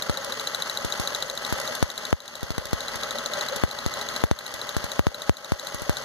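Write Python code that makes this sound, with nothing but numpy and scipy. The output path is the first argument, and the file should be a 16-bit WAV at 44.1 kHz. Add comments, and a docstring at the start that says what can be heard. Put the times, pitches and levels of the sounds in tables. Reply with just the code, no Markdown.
"""Engine bay, bonnet up: a four-cylinder engine idles roughly with one plug lead pulled off.
Belts and fan rush, the block hums and booms, valves tick, the intake drones; two microphones are close by.
Once a crank turn the lead sparks: it rings its hollow boot, or snaps in the open to a probe or the engine.
Open sparks also kick the left microphone circuit. The stereo is widened; a limiter ducks after peaks."""
import sys
import numpy as np
from scipy import signal
from scipy.fft import rfft, irfft
from scipy.io import wavfile
from scipy.ndimage import uniform_filter1d, minimum_filter1d

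SR = 44100
rng = np.random.default_rng(int(sys.argv[2]) if len(sys.argv) > 2 else 0)


def int16_out(signal):
    """Quantize to a 16-bit WAV file."""
    q = np.round(np.clip(np.atleast_2d(signal).T, -1, 1) * 32767)
    wavfile.write(sys.argv[1], SR, q.astype(np.int16))


N = 266628
TIME = np.arange(N) / SR
HZ = np.fft.rfftfreq(N, 1 / SR)

# idle speed: time_s, speed_rpm
IDLE_RPM = [(0, 801.13), (1, 797.54), (1.8, 795.94), (3.2, 795.17), (3.8, 796.18), (4.1, 801.14),
            (4.6, 791.67), (5.2, 796.29), (6, 803.65)]
# hum partials: crank_multiple, level_db
HUM_ORDERS = [(3, -50), (4, -47), (8, -60), (10, -52), (17, -66.5)]
# hum as the microphones move: time_s, gain_db
HUM_DB = [(0, -5), (0.9, -2.5), (1.8, -8), (3.0, 0), (3.8, -2), (5.5, 0), (6.05, 5)]
# block boom, up as the microphones lean in: time_s, level_db
BOOM_DB = [(0, -58.5), (1.3, -57.5), (1.65, -51.5), (2.0, -52), (2.85, -59), (3.2, -43.5), (3.5, -53.5),
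           (4.1, -54.5), (4.5, -58), (6.05, -55)]
# machinery and intake level, louder near the end: time_s, gain_db
ENGINE_DB = [(0, -39.5), (1.0, -39.5), (1.7, -39), (2.1, -40), (2.85, -38.5), (3.5, -38), (4.2, -39),
             (4.55, -37), (4.9, -40), (5.2, -35), (5.7, -35.5), (6.05, -35.5)]
# machinery treble: time_s, gain_db
TREBLE_DB = [(0, -3.5), (1.5, -2.4), (3.6, -5), (4.3, -4), (6, -2)]
# rush of belts, fan and block: freq_hz, gain_db
WASH_SPECTRUM = [(25, -30), (50, 5), (90, -1.5), (150, 2.5), (240, -0.5), (350, -3), (500, 1.5), (800, 1.5),
                 (1200, -2.5), (1500, -2), (2000, -7), (2250, -10), (2550, -11.5), (2900, -4), (4500, -1),
                 (7000, -11), (7600, -24), (9000, -17), (14000, -25), (14700, -68), (16000, -90)]
# cover and bay resonances: centre_hz, width_hz, lift_db
COVER_MODES = [(240, 21, 1), (733, 72, -6), (846, 130, 1), (920, 50, -2.5), (1043, 86, 3), (1300, 65, 4.5),
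               (1483, 50, -4), (1590, 48, 4), (1865, 65, -9.5), (1949, 130, 10.5), (3640, 360, -4.5),
               (6540, 220, 9), (12360, 2500, 7.5)]
# left/right likeness of the rush: freq_hz, correlation
WASH_CORRELATION = [(50, 0.92), (150, 1), (600, 0.64), (1200, 0.29), (2200, 0), (15000, 0.23)]
# valve tick: freq_hz, gain_db
TICK_SPECTRUM = [(300, -42), (1300, 3), (2500, -3.5), (4500, -3), (5700, -45), (7600, -11.5), (12000, -12),
                 (14000, -28), (14900, -53)]
# loose valves in the two-turn cycle: phase_turns, gain_db
CLACK_PATTERN = [(0.19, -10), (0.70, -3), (1.18, -0.5), (1.71, -1.5)]
# valve clack on the cover: freq_hz, gain_db
CLACK_SPECTRUM = [(300, -26), (1200, -2.5), (1750, -8), (1950, 5), (2200, -8), (2700, -14), (4000, -4.5),
                  (5500, -3), (6500, -3), (8000, -10), (12000, -11.5), (14000, -19), (15000, -50)]
# intake resonance: time_s, pitch_hz
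INTAKE_PITCH_HZ = [(0, 566), (0.33, 548), (0.9, 572.3), (1.3, 561.8), (1.75, 580.8), (3.05, 562),
                   (3.35, 580.7), (3.53, 560), (3.95, 580), (4.7, 573), (6.05, 580)]
# intake swells as the idle stumbles: time_s, gain_db
INTAKE_DB = [(0, -3.5), (.3, 0), (.62, -4.5), (1.05, -4), (1.25, 2), (1.4, -1), (1.58, -0.5), (1.8, -2.5),
             (2.3, -4.5), (2.8, -4), (3.3, -0.5), (3.42, -6), (3.53, 4), (3.66, -6.5), (4.3, -2.5),
             (4.75, -4), (5.2, 0), (5.7, -3.5), (5.87, -1), (6.05, -2)]
# sparks at the boot: start_s, ring_db, crack_db, bright_db, pitch_hz
SPARKS_AT_BOOT = [(0.0224, -24.5, -28.5, -0.0, 4000), (0.1724, -25.5, -34.5, 3, 3970.0),
                  (0.3226, -26.5, -32.5, 3, 3930.0), (0.3968, -26.5, -33.0, -1, 3950.0),
                  (0.4725, -22.5, -28.5, 1, 3990), (0.5468, -22.5, -29.5, 1, 3940.0),
                  (0.6222, -22, -32.5, 5, 3940), (0.697, -24, -34.5, 7, 3970),
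                  (0.7728, -23, -32.5, 4.5, 3970), (0.9233, -22.5, -28.5, -2, 3910),
                  (1.074, -23, -27.5, -1, 3960), (1.1479, -24, -27.5, -1.5, 3930),
                  (1.2243, -23.5, -28.5, -2, 3960.0), (1.2982, -27.5, -31.5, 1, 3980),
                  (1.375, -27.0, -33.5, 3, 3930.0), (1.449, -26.0, -30.5, 1, 3950.0),
                  (1.6758, -27.5, -34, 3, 3925), (1.9012, -26.5, -31.0, 0.5, 3895),
                  (1.9775, -25.0, -29.5, 2.5, 3940.0), (2.0522, -27, -29.0, -1.5, 3940.0),
                  (2.2032, -29, -29.5, -3, 3950), (2.279, -27, -28.5, -1, 3930.0),
                  (2.3538, -26.5, -28, 0, 3930.0), (2.8058, -29, -33.0, -0.0, 3950),
                  (2.8821, -29, -35, 0, 3990), (3.0334, -29, -31, -2, 3970.0), (3.1079, -28, -30, 0, 3880),
                  (3.1845, -29.5, -30, -3, 3960), (3.2596, -27, -24, -7, 4050), (3.3354, -26, -30, 0, 3995),
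                  (3.41, -24.5, -30, -2, 4000.0), (3.486, -25, -34, 3, 4010), (3.7118, -27.5, -34, 1, 4060),
                  (3.788, -27, -35, 0, 3990), (3.9383, -31.5, -32.5, 1, 4000),
                  (4.0123, -29.5, -33, 2, 3960), (4.0875, -30, -29, -3, 4060),
                  (4.1625, -26.5, -30.5, 1, 4030), (4.3885, -24.5, -27, 3.5, 4060),
                  (4.4634, -25.5, -29.5, 2.0, 4000), (4.6147, -24.0, -31, 1, 4000),
                  (4.691, -26, -29, 2, 3970.0), (4.9173, -28.5, -30.5, 1, 3930.0),
                  (5.1446, -22, -32, 7, 3950.0), (5.219, -24.5, -26, 1.0, 3910),
                  (5.369, -22.5, -27.0, 2, 4000), (5.4455, -21, -29.5, 7, 3930), (5.596, -22, -24, 1, 3960),
                  (5.6701, -22, -21.5, 2, 4020), (5.969, -25.5, -25, -4, 4000)]
# air crack at the boot: freq_hz, gain_db
BOOT_CRACK_SPECTRUM = [(200, 5.5), (700, 8), (1400, 1), (2400, -38), (3400, 9.5), (4300, 5), (5200, 1.5),
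                       (6700, 12), (8000, -1.5), (9300, 3), (12000, 1.5), (14000, -3), (15000, -28),
                       (16000, -33)]
# boot modes at a ring pitch of BOOT_REF_HZ: freq_hz, gain_db, swell_and_decay_s
BOOT_MODES = [(733, -14.5, 0.0012), (1470, -8, 0.00086), (3600, -23, 0.0003), (3941, 2.5, 0.00098),
              (4040, -19, 0.004), (6750, -7, 0.00016)]
BOOT_REF_HZ = 3950
# sparks in the open: start_s, crack_db, bright_db, kick_db, polarity
SPARKS_IN_OPEN = [(0.0965, -28, -3, -5.5, -1), (0.246, -26.5, -1, -34, 1), (0.8476, -28, -2, -10.5, 1),
                  (0.998, -27, -1, -11, 1), (1.5255, -30.5, 3.5, -8, 1), (1.5997, -27.5, 0, -33, 1),
                  (1.7514, -25, -1, -39, 1), (1.827, -20.5, -1.5, 3, -1), (2.1284, -29, 3, 9, 1),
                  (2.4303, -27, 0, -6.5, -1), (2.505, -23.5, -7, -6, -1), (2.581, -28, -0.5, -6, -1),
                  (2.655, -27, -3, -23, 1), (2.7311, -25.5, -2, -4, -1), (2.9573, -28, -2, -21, 1),
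                  (3.561, -27, 1.5, -22, 1), (3.6369, -35, 6, 1, 1), (3.8627, -27.5, -3, -6.5, -1),
                  (4.2386, -27, 3.5, 5, 1), (4.313, -21, -5, 7, -1), (4.54, -23, -0.5, -20, 1),
                  (4.7664, -24.5, -2, -4.5, -1), (4.842, -29, -2, -13.5, 1), (4.9938, -38, 15, 5.5, 1),
                  (5.0685, -23, -4, 7, -1), (5.295, -26, 5, 15, 1), (5.5204, -18, -4, 8.5, -1),
                  (5.7457, -25.5, 5, -8.5, 1), (5.8195, -26.5, 2, -11, 1), (5.8949, -23.5, 0, 2, -1)]
# air crack in the open: freq_hz, gain_db
OPEN_CRACK_SPECTRUM = [(200, -5), (1400, 0), (2400, -18), (3400, 11), (4300, 10), (5400, 6.5), (6700, 11),
                       (8000, -1.5), (9300, 2), (12000, 5.5), (14000, -3.5), (15000, -20), (16000, -30)]
# stereo balance: freq_hz, left_minus_right_db
BALANCE_DB = [(100, 0.5), (500, 4), (1200, 5), (4000, 3), (7000, 2.5), (9000, -1.5), (13000, -7)]
# widener feed from the other side: freq_hz, share
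WIDENER_FEED = [(50, 0.89), (280, 0.75), (600, 0.61), (1200, 0.68), (2500, 0.83), (4500, 0.27),
                (6500, 0.19), (7900, 0), (10000, 0.51), (13000, 0.34)]


def gain_of(db):
    """dB to amplitude."""
    return 10 ** (np.asarray(db) / 20)


def unit_rms(x):
    """Scale to rms 1."""
    return x / np.sqrt(np.mean(x ** 2) + 1e-20)


def over_time(table):
    """Time table to one value per sample."""
    return np.interp(TIME, *np.transpose(table))


def over_hz(table):
    """Frequency table to one value per bin, joined on a log axis."""
    hz, value = np.transpose(table)
    return np.interp(np.log(HZ + 1), np.log(hz + 1), value)


def colour(x, db):
    """Filter by a gain per bin."""
    return irfft(rfft(x) * gain_of(db), N)


def add(mix, start_s, sound):
    """Mix in at start_s."""
    part = mix[..., max(round(start_s * SR), 0):][..., :sound.shape[-1]]
    part += sound[..., :part.shape[-1]]


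def drift(rate_hz):
    """Random wander up to rate_hz, rms 1."""
    return unit_rms(irfft(rfft(rng.standard_normal(N)) / (1 + (HZ / rate_hz) ** 4), N))


def narrow_band(centre_hz, width_hz):
    """Noise in one resonance, rms 1; the centre may move."""
    lowpass_db = -20 * np.log10(1 + (HZ / (0.64 * width_hz)) ** 2)
    real, imag = colour(rng.standard_normal((2, N)), lowpass_db)
    carrier = np.exp(2j * np.pi * np.cumsum(centre_hz * np.ones(N)) / SR)
    return unit_rms(((real + 1j * imag) * carrier).real)


def crank_turns(first_spark_s=0.0222):
    """Turns since the first spark."""
    turns = np.cumsum(over_time(IDLE_RPM)) / (60 * SR)
    return turns - np.interp(first_spark_s, TIME, turns)


def throb(per_turn, peak_turns):
    """Cosine locked to the crank."""
    return np.cos(2 * np.pi * per_turn * (crank_turns() - peak_turns))


def beats_s(cycles):
    """Times at which a cycle count passes a whole number."""
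    return TIME[1:][np.diff(np.floor(cycles)) > 0]


def hum(waver=0.5, waver_hz=2.1, right_share=0.86):
    """Low firing orders, unsteady from the misfire."""
    turns, tone = crank_turns(), np.zeros(N)
    for order, db in HUM_ORDERS:
        amplitude = gain_of(db) * (1 + waver * drift(waver_hz))
        tone += amplitude * np.sin(2 * np.pi * (order * turns + rng.random()))
    return np.array([tone, right_share * tone]) * gain_of(over_time(HUM_DB))


def boom():
    """Narrow low resonance of the block."""
    return gain_of(over_time(BOOM_DB)) * narrow_band(centre_hz=236, width_hz=22)


def wash(firing_db=0.34, turn_swell_db=0.5, flutter_db=2.0, flutter_hz=110):
    """Rush through the cover's resonances; throbs twice a crank turn, swells slightly once a turn."""
    left, other = rng.standard_normal((2, N))
    likeness = np.clip(over_hz(WASH_CORRELATION), -1, 1)
    right = irfft(likeness * rfft(left) + np.sqrt(1 - likeness ** 2) * rfft(other), N)
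    lift_db = sum(db / (1 + (2 * (HZ - hz) / width_hz) ** 2) for hz, width_hz, db in COVER_MODES)
    rush = unit_rms(colour(np.array([left, right]), over_hz(WASH_SPECTRUM) + lift_db))
    throb_db = firing_db * throb(2, peak_turns=0.074) + turn_swell_db * throb(1, peak_turns=0)
    return rush * gain_of(throb_db + flutter_db * drift(flutter_hz))


def belt(gain_db=-11, pitch_hz=6400, width_hz=380, decay_s=0.0016, jitter_s=0.00092, tug_db=3, teeth=21):
    """Timing belt teeth meet the sprocket in tiny uneven chirps, louder as each firing tugs."""
    starts_s = beats_s(crank_turns() * teeth)
    t, out = np.arange(256) / SR, np.zeros((2, N))
    for start_s, size in zip(starts_s, rng.exponential(1, len(starts_s))):
        late_s = jitter_s * rng.standard_normal()
        chirp = rng.standard_normal((2, len(t))) * np.exp(-t / decay_s)
        add(out, start_s + late_s, min(size, 3) * chirp)
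    out *= gain_of(tug_db * throb(2, peak_turns=0.054))
    resonance_db = -20 * np.log10(1 + ((HZ - pitch_hz) / width_hz) ** 2)
    return gain_of(gain_db) * unit_rms(colour(out, resonance_db))


def tappets(gain_db=-8, spread_db=2.5, decay_s=0.0085, jitter_s=0.0015, per_turn=8):
    """Closing valves, each a short uneven tick."""
    starts_s = beats_s(crank_turns() * per_turn)
    t, out = np.arange(512) / SR, np.zeros((2, N))
    for start_s, (size, late) in zip(starts_s, rng.standard_normal((len(starts_s), 2))):
        tick = rng.standard_normal((2, len(t))) * np.exp(-t / decay_s)
        add(out, start_s + jitter_s * late, gain_of(spread_db * min(size, 2)) * tick)
    return gain_of(gain_db) * unit_rms(colour(out, over_hz(TICK_SPECTRUM)))


def loose_valves(gain_db=-10, spread_db=3, decay_s=0.0046, jitter_s=0.0012):
    """Valves with too much play clack in an uneven pattern, each once in two turns."""
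    t, out = np.arange(1024) / SR, np.zeros((2, N))
    for phase_turns, db in CLACK_PATTERN:
        starts_s = beats_s((crank_turns() - phase_turns) / 2)
        for start_s, (size, late) in zip(starts_s, rng.standard_normal((len(starts_s), 2))):
            clack = rng.standard_normal((2, len(t))) * np.exp(-t / decay_s)
            add(out, start_s + jitter_s * late, gain_of(db + spread_db * min(size, 1.5)) * clack)
    return gain_of(gain_db) * unit_rms(colour(out, over_hz(CLACK_SPECTRUM)))


def bay_reflections(x, ripple_db=1.56, fade_hz=4500, width_bins=420):
    """Reflections among engine parts: fine static peaks and dips, fading in the treble."""
    ripple = unit_rms(uniform_filter1d(rng.standard_normal(len(HZ)), width_bins))
    return colour(x, ripple_db * ripple / (1 + (HZ / fade_hz) ** 2))


def intake(gain_db=-1.5, firing_db=2.0, rough_db=2.5, rough_hz=20, right_share=0.6):
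    """Air drawn in twice a turn sounds the intake's wandering resonance in rough swells."""
    air = narrow_band(over_time(INTAKE_PITCH_HZ), width_hz=80)
    swell_db = over_time(INTAKE_DB) + rough_db * drift(rough_hz)
    air *= gain_of(gain_db + swell_db + firing_db * throb(2, peak_turns=0.097))
    return np.array([air, right_share * air])


def engine(machinery_db=3.0, unsteady_db=1.29, unsteady_hz=4, treble_hz=4500):
    """Rough idle: machinery and intake waver in level over hum and boom."""
    machinery = bay_reflections(wash() + tappets() + loose_valves() + belt())
    treble = colour(machinery, -20 * np.log10(1 + (treble_hz / (HZ + 1)) ** 4))
    machinery += (gain_of(over_time(TREBLE_DB)) - 1) * treble
    gain_db = over_time(ENGINE_DB) + unsteady_db * drift(unsteady_hz)
    return gain_of(gain_db) * (gain_of(machinery_db) * machinery + intake()) + hum() + boom()


def boot_ring(gain_db=3.5, echo_db=-18, echo_s=0.011, bonnet_db=-20, bonnet_s=0.0048,
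              right_db=-12.0, right_late_s=0.00027):
    """A spark at the rubber tube's mouth rings the air inside; the raised bonnet returns it."""
    t, out = np.arange(1536) / SR, np.zeros((2, N))
    for start_s, ring_db, _, _, pitch_hz in SPARKS_AT_BOOT:
        ring = np.zeros(len(t))
        for hz, db, tau_s in BOOT_MODES:
            envelope = gain_of(db) * t / tau_s * np.exp(1 - t / tau_s)
            ring += envelope * np.sin(2 * np.pi * hz * pitch_hz / BOOT_REF_HZ * t)
        paths = rng.standard_normal((2, len(t))) * np.exp(-t / echo_s)
        paths *= gain_of(echo_db) / np.linalg.norm(paths[0])
        paths[:, 0] = 1  # direct path
        add(paths, bonnet_s, gain_of([bonnet_db]))
        left, right = gain_of(ring_db + gain_db) * signal.fftconvolve(paths, ring[None], axes=1)
        add(out[0], start_s, left)
        add(out[1], start_s + right_late_s, gain_of(right_db) * right)
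    return out


def spark_cracks(sparks, spectrum, gain_db, shock, rise_s, scatter_s=0.0026,
                 tail_db=-19, tail_s=0.017, arc_wander=0.93, bright_hz=7800, length_spread=0.55):
    """Shock wave, scatter off nearby metal, short bay tail; arcs vary in brightness and length."""
    t, out = np.arange(2048) / SR, np.zeros((2, N))
    treble = 1 - 1 / (1 + (np.fft.rfftfreq(len(t), 1 / SR) / bright_hz) ** 8)
    surfaces = rng.standard_normal((2, len(t)))  # common to all arcs
    rise = 1 - np.exp(-t / rise_s)
    tail = gain_of(tail_db) * np.exp(-t / tail_s)
    for start_s, crack_db, bright_db in sparks:
        stretch = np.exp(length_spread * rng.uniform(-0.58, 1))
        scatter = np.exp(-t / (scatter_s * stretch)) / np.sqrt(stretch)
        paths = unit_rms(surfaces + arc_wander * rng.standard_normal(surfaces.shape))
        snap = paths * rise * (scatter + tail)
        snap[:, 8] += shock
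        add(out, start_s, irfft(rfft(snap) * gain_of(crack_db + gain_db + bright_db * treble)))
    return colour(out, over_hz(spectrum))


def electrical_kicks(cut_hz=62, coupling_hz=14, top_hz=2700, overload_db=10.0):
    """Open sparks induce a voltage step, left only; the bass cut makes it a thump, the largest clip."""
    circuit = np.vstack([signal.butter(4, cut_hz, "high", fs=SR, output="sos"),
                         signal.butter(1, coupling_hz, "high", fs=SR, output="sos"),
                         signal.butter(1, top_hz, fs=SR, output="sos")])
    thump = signal.sosfilt(circuit, np.ones(4096))
    out = np.zeros((2, N))
    for start_s, _, _, kick_db, polarity in SPARKS_IN_OPEN:
        add(out[0], start_s, np.copysign(gain_of(kick_db), polarity) * thump)
    return np.clip(out, -gain_of(overload_db), gain_of(overload_db))


def scene():
    """Engine and sparks at the two microphones."""
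    at_boot = [(start_s, db, bright_db) for start_s, _, db, bright_db, _ in SPARKS_AT_BOOT]
    in_open = [(start_s, db, bright_db) for start_s, db, bright_db, _, _ in SPARKS_IN_OPEN]
    airborne = engine()
    airborne += spark_cracks(at_boot, BOOT_CRACK_SPECTRUM, gain_db=2.0, shock=0.12, rise_s=0.0006)
    airborne += spark_cracks(in_open, OPEN_CRACK_SPECTRUM, gain_db=-0.5, shock=1.0, rise_s=0.0001)
    airborne += boot_ring()
    sides_db = np.array([[0.5], [-0.5]]) * over_hz(BALANCE_DB)
    return colour(airborne, sides_db) + electrical_kicks()


def widen(x, delay_s=0.000396):
    """Each side gets the other, late and inverted: a comb filter."""
    feed = np.clip(over_hz(WIDENER_FEED), 0, 0.95) * np.exp(-2j * np.pi * HZ * delay_s)
    return x - irfft(feed * rfft(x[::-1]), N)


def limit(x, ceiling_db=-5.0, hold_s=0.059, recover_db_per_s=17.5, smooth_samples=28):
    """Peaks pull the gain down at once; it holds, then recovers."""
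    peak_db = 20 * np.log10(abs(uniform_filter1d(abs(x).max(0), smooth_samples)) + 1e-9)
    over_db = np.maximum(peak_db - ceiling_db, 0)
    half_hold = int(hold_s * SR / 2)
    held_db = -minimum_filter1d(-over_db, 2 * half_hold + 1, origin=half_hold)
    recovery_db = recover_db_per_s * TIME
    duck_db = np.maximum.accumulate(held_db + recovery_db) - recovery_db
    return x / gain_of(uniform_filter1d(duck_db, smooth_samples))


def record(dry, edge_hz=15600):
    """Widener, limiter, clipping, band limit."""
    clipped = np.clip(limit(widen(dry)), -1, 1)
    lowpass = signal.firwin(127, edge_hz, window=("kaiser", 9), fs=SR)
    return signal.oaconvolve(clipped, lowpass[None], "same")


dry = scene()
out = record(dry)
int16_out(out)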